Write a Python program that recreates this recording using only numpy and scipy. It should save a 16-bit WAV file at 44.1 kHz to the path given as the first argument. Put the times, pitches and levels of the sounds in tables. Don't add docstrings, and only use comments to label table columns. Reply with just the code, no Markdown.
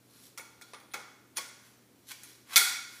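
import sys
import numpy as np
from scipy import signal
from scipy.fft import rfft, irfft
from scipy.io import wavfile

SR = 44100
rng = np.random.default_rng(int(sys.argv[2]) if len(sys.argv) > 2 else 0)


def to_wav(s):
    ch = np.atleast_2d(s).T
    pcm = np.round(np.clip(ch, -1, 1) * 32767)
    wavfile.write(sys.argv[1], SR, pcm.astype(np.int16))


N = 132300
T = np.arange(N) / SR

# start in seconds, level in dB, catch ping in dB, tube ring in dB,
# pitch of the hollow tock in Hz, then bass, upper mids and treble in dB.
KNOCKS = [(.3755, -24, -13, -1, 880, 0, -5.5, 0.5), (.381, -24, -6, -6.5, 1380, 5.5, 0.5, -4),
          (.395, -28.5, -13, -3, 903, 1.5, -15, -11), (.613, -30, -10, -6.5, 1320, 7, -9, -5),
          (.620, -35, -3, 0.5, 1460, -1, 6, -1), (.7345, -24.5, -7, -12, 1175, 6.5, -3, -23),
          (.744, -30.5, -11, -6, 805, 5, 0, -19), (.800, -41, -10, 2, 1070, -7, -12, 0),
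          (.9368, -18.5, -10, -7, 1230, 4, -6.5, -11.5), (.9415, -18.5, -26, -5, 837, 5, -0.5, -10.5),
          (.945, -21.5, -23, -16, 880, 11, -8, -12), (1.3702, -15, -3.5, -7.5, 1114, 0.5, -1, 0),
          (1.3775, -19.5, -29, -3.5, 773, 5, 10, 3), (1.3825, -17, -21, -10.5, 1118, 1.5, -5, -9),
          (2.2338, -27, -3, -8, 1890, -1.5, -6, 1.5)]
# start in seconds, level in dB,
# catch ping in dB, tube ring in dB, tock pitch in Hz, then bass, upper mids and treble in dB.
SNAPS = [(2.5591, 3, -28, -3.5, 802, -6.5, 3, -4), (2.5643, 4, -8, -4.5, 771, -1.5, -4, -0.5),
         (2.57, 3, -23, -27, 694, -4, 0, 9), (2.578, 0.5, -30, -11, 1047, -2, -10, -1)]
# peak in seconds, rise and fall in seconds per 20 dB, level in dB,
# then bass, upper mids, treble and catch ping in dB.
RUBS = [(.165, 0.14, 0.19, -66.5, 4, 10, 7, -10), (.26, 0.13, 0.054, -62, -1, 8, 8.5, -11),
        (.70, 0.33, 0.16, -73.5, 9, 12, 3, -21), (.92, 0.028, 0.018, -71, -4, 19, -28, 5),
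        (1.371, 0.0097, 0.0081, -45, -2, 6, -3, 9), (1.66, 0.16, 0.21, -68.5, 1, 3, 0, -14),
        (2.089, 0.027, 0.045, -53.5, -4, 11, 8.5, -20), (2.117, 0.025, 0.0095, -45, 0, 4.5, 0.5, -18),
        (2.301, 0.3, 0.16, -63, -0.5, 7, 3, -16), (2.541, 0.051, 0.03, -45.5, 3.5, 2, -2.5, -10),
        (2.96, 0.18, .12, -59.5, -1, 4.5, 5, -15)]
# frequency in Hz, level in dB, 60 dB decay in seconds.
TUBE_MODES = [(222, -25.5, 0.062), (480, -36, .04), (828, -29, 0.025), (1207, -19, 0.045),
              (1398, -9.5, 0.068), (1452.4, -15, 0.092), (1896, -17.5, 0.02), (2186.5, -10, 0.078),
              (2244, -8, 0.049), (2458, -15, 0.038), (3315, -15, 0.058), (3389, -9, 0.066),
              (3536, -15.5, 0.086), (4094, -15, 0.045), (4406, -12, 0.09), (5640, -10, 0.045),
              (6170, -16, .03), (6700, -19, 0.036), (7730, -24, 0.03), (8160, -16, 0.074)]
# frequency in Hz, level in dB, 60 dB decay in seconds.
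CATCH_MODES = [(9600, 4.5, 0.05), (10160, -0.5, 0.025)]
# frequency in Hz, level in dB.
POLE_MODES = [(1378, -13.5), (1432, -8), (2180, -13), (2288, -14), (2433, -23), (3305, -22), (3430, -11),
              (3618, -20)]
# frequency in Hz, relative level in dB per Hz.
KNOCK_CRACK = [(170, -18), (290, -5.5), (490, 5), (670, -1), (850, 5), (1700, 7.5), (2400, 10), (2850, 2),
               (3500, 8), (6500, 12.5), (9500, 6.5), (15000, 4.5)]
# frequency in Hz, relative level in dB per Hz.
SNAP_CRACK = [(220, -28), (400, -9), (540, -12.5), (680, -7.5), (1050, -1.5), (2000, 2), (2850, -5),
              (3400, 3.5), (4400, 8), (5500, 1), (8200, 2.5), (11000, 1.5), (15000, -3)]
# frequency in Hz, relative level in dB per Hz.
RUB_HISS = [(700, -2), (1300, 6), (2200, 8), (2900, 1.5), (4500, 1), (8500, -0.5), (11000, 2), (15000, -5)]
# frequency in Hz, 60 dB decay in seconds.
ROOM_T60 = [(250, 0.3), (900, 0.75), (1500, 0.8), (3500, 0.68), (6000, 0.74), (9000, 0.54), (14000, 0.44)]
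# frequency in Hz, dB added to the tail.
TAIL_BLOOM = [(400, 7), (900, 0.5)]
# frequency in Hz, relative level in dB per Hz.
ROOM_NOISE = [(30, -56), (50, -24), (70, -5.5), (100, -6.5), (170, -2), (270, 3), (450, -4.5), (750, -11),
              (1400, -14.5), (4000, -19), (15000, -20.5)]

BASS_HZ, MID_HZ, UPPER_MID_HZ, TREBLE_HZ = 1140, 2200, 3520, 10100
STRIKE_SPREAD_DB = 1
TOCK_T60_S, POLE_T60_S = 0.089, 1
SLIPS_PER_S, SLIP_SPREAD_DB = 3500, 3.5
RUB_DIRECT_DB, RUB_LOW_HZ = 5.5, 750
RUB_RING_DB, RUB_PING_DB = -11, 0.5
THUMP_HZ, THUMP_T60_S, THUMP_DB = 40, 0.06, -70
EARLY_DB, EARLY_HOLD_S, EARLY_T60_S = 2.5, 0.0069, 0.12
TAIL_DB, TAIL_BUILD_S = 0, 0.017
FLOOR_DB, HUM_HZ, HUM_DB = -64, 121, -73
CUTOFF_HZ = 15500


def blows(rows, crack, direct_db, tock_db, low_hz, crunch_t60):
    total = 0
    for start, db, ping_db, ring_db, tock_hz, *colour in rows:
        crunch = unit(rng.standard_normal(SR) * from_db(-60 * T[:SR] / crunch_t60))
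        walls = from_db(ring_db) * ringing(TUBE_MODES)
        tock = ringing([(tock_hz, tock_db, TOCK_T60_S)])
        echoes = room()
        ping = from_db(ping_db) * ringing(CATCH_MODES)
        metal = contact(crack, walls + tock, *colour, low_hz)
        heard_metal = play(metal, from_db(direct_db) * crunch + echoes)[:SR]
        heard_ping = ping + play(ping, echoes)[:SR]
        total = total + from_db(db) * placed(heard_metal + 0.5 * heard_ping, start)
    return total


def locked_pole():
    modes = [(hz, db, POLE_T60_S) for hz, db in POLE_MODES]
    return placed(ringing(modes), SNAPS[0][0])


def thump():
    t = np.maximum(T - SNAPS[0][0], 0)
    return from_db(THUMP_DB - 60 * t / THUMP_T60_S) * np.sin(2 * np.pi * THUMP_HZ * t)


def rubs():
    tubes, catch = 0, 0
    for peak, rise, fall, db, *colour, ping_db in RUBS:
        happens = rng.random(N) < SLIPS_PER_S / SR
        direction = rng.choice([-1, 1], N)
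        strength = from_db(SLIP_SPREAD_DB * np.minimum(rng.exponential(1, N), 4))
        slips = happens * direction * strength
        swell_db = db - 20 * np.maximum((peak - T) / rise, (T - peak) / fall)
        stroke = slips / slips.std() * from_db(swell_db)
        walls = from_db(RUB_RING_DB) * ringing(TUBE_MODES)
        tubes = tubes + play(stroke, contact(RUB_HISS, walls, *colour, RUB_LOW_HZ))
        catch = catch + from_db(ping_db) * stroke
    heard_tubes = from_db(RUB_DIRECT_DB) * tubes + play(tubes, room())
    return heard_tubes + from_db(RUB_PING_DB) * play(catch, ringing(CATCH_MODES))


def contact(grain, rings, bass_db, upper_db, treble_db, low_hz):
    metal = rings + placed(shaped_click(grain), 0)[:SR]
    colour = shaped_click([(BASS_HZ, bass_db), (MID_HZ, 0), (UPPER_MID_HZ, upper_db), (TREBLE_HZ, treble_db)])
    low_cut = signal.butter(4, low_hz, "high", fs=SR, output="sos")
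    return signal.sosfilt(low_cut, play(metal, colour)[:SR])


def ringing(modes):
    chance, t = rng.standard_normal((len(modes), 2)), T[:SR]
    total = 0
    for (hz, db, t60), (strength, phase) in zip(modes, chance):
        tone = unit(np.sin(2 * np.pi * (hz * t + phase)) * from_db(-60 * t / t60))
        total = total + from_db(db + STRIKE_SPREAD_DB * strength) * tone
    return total


def room():
    t = T[:SR]
    hz, s, cells = signal.stft(rng.standard_normal(SR), SR, nperseg=256)
    tail_db = at_hz(TAIL_BLOOM, hz)[:, None] - 60 * s / at_hz(ROOM_T60, hz)[:, None]
    tail = signal.istft(cells * from_db(tail_db), SR)[1][:SR]
    tail = tail * (1 - np.exp(-t / TAIL_BUILD_S))
    early = rng.standard_normal(SR) * from_db(-60 * np.maximum(t - EARLY_HOLD_S, 0) / EARLY_T60_S)
    return from_db(EARLY_DB) * unit(early) + from_db(TAIL_DB) * unit(tail)


def background():
    air = play(rng.standard_normal(N), shaped_click(ROOM_NOISE))
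    hum = np.sqrt(2) * np.sin(2 * np.pi * HUM_HZ * T)
    return from_db(FLOOR_DB) * air + from_db(HUM_DB) * hum


def from_db(db):
    return 10 ** (np.asarray(db) / 20)


def unit(x):
    return x / np.sqrt(np.sum(x ** 2) + 1e-20)


def at_hz(points, hz):
    f, v = np.transpose(points)
    return np.interp(np.log(np.maximum(hz, 1)), np.log(f), v)


def play(x, response):
    return signal.fftconvolve(x, response)[:N]


def placed(sound, start):
    return np.pad(sound, (int(start * SR), N))[:N]


def shaped_click(spectrum, size=4096):
    gain = from_db(at_hz(spectrum, np.fft.rfftfreq(size, 1 / SR)))
    cepstrum = irfft(np.log(gain))
    cepstrum[1:size // 2] *= 2
    cepstrum[size // 2 + 1:] = 0
    return unit(irfft(np.exp(rfft(cepstrum))))


def scene():
    knocks = blows(KNOCKS, KNOCK_CRACK, direct_db=5.0, tock_db=-20, low_hz=197, crunch_t60=0.033)
    snap = blows(SNAPS, SNAP_CRACK, direct_db=3, tock_db=-26, low_hz=330, crunch_t60=0.01)
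    return (knocks + snap + locked_pole() + rubs() + thump() + background())[None]


def record(dry):
    rounded = 0.81 * np.tanh(dry / 0.74)
    top_cut = signal.ellip(12, 0.2, 70, CUTOFF_HZ, fs=SR, output="sos")
    return signal.sosfilt(top_cut, rounded)


dry = scene()
out = record(dry)
to_wav(out)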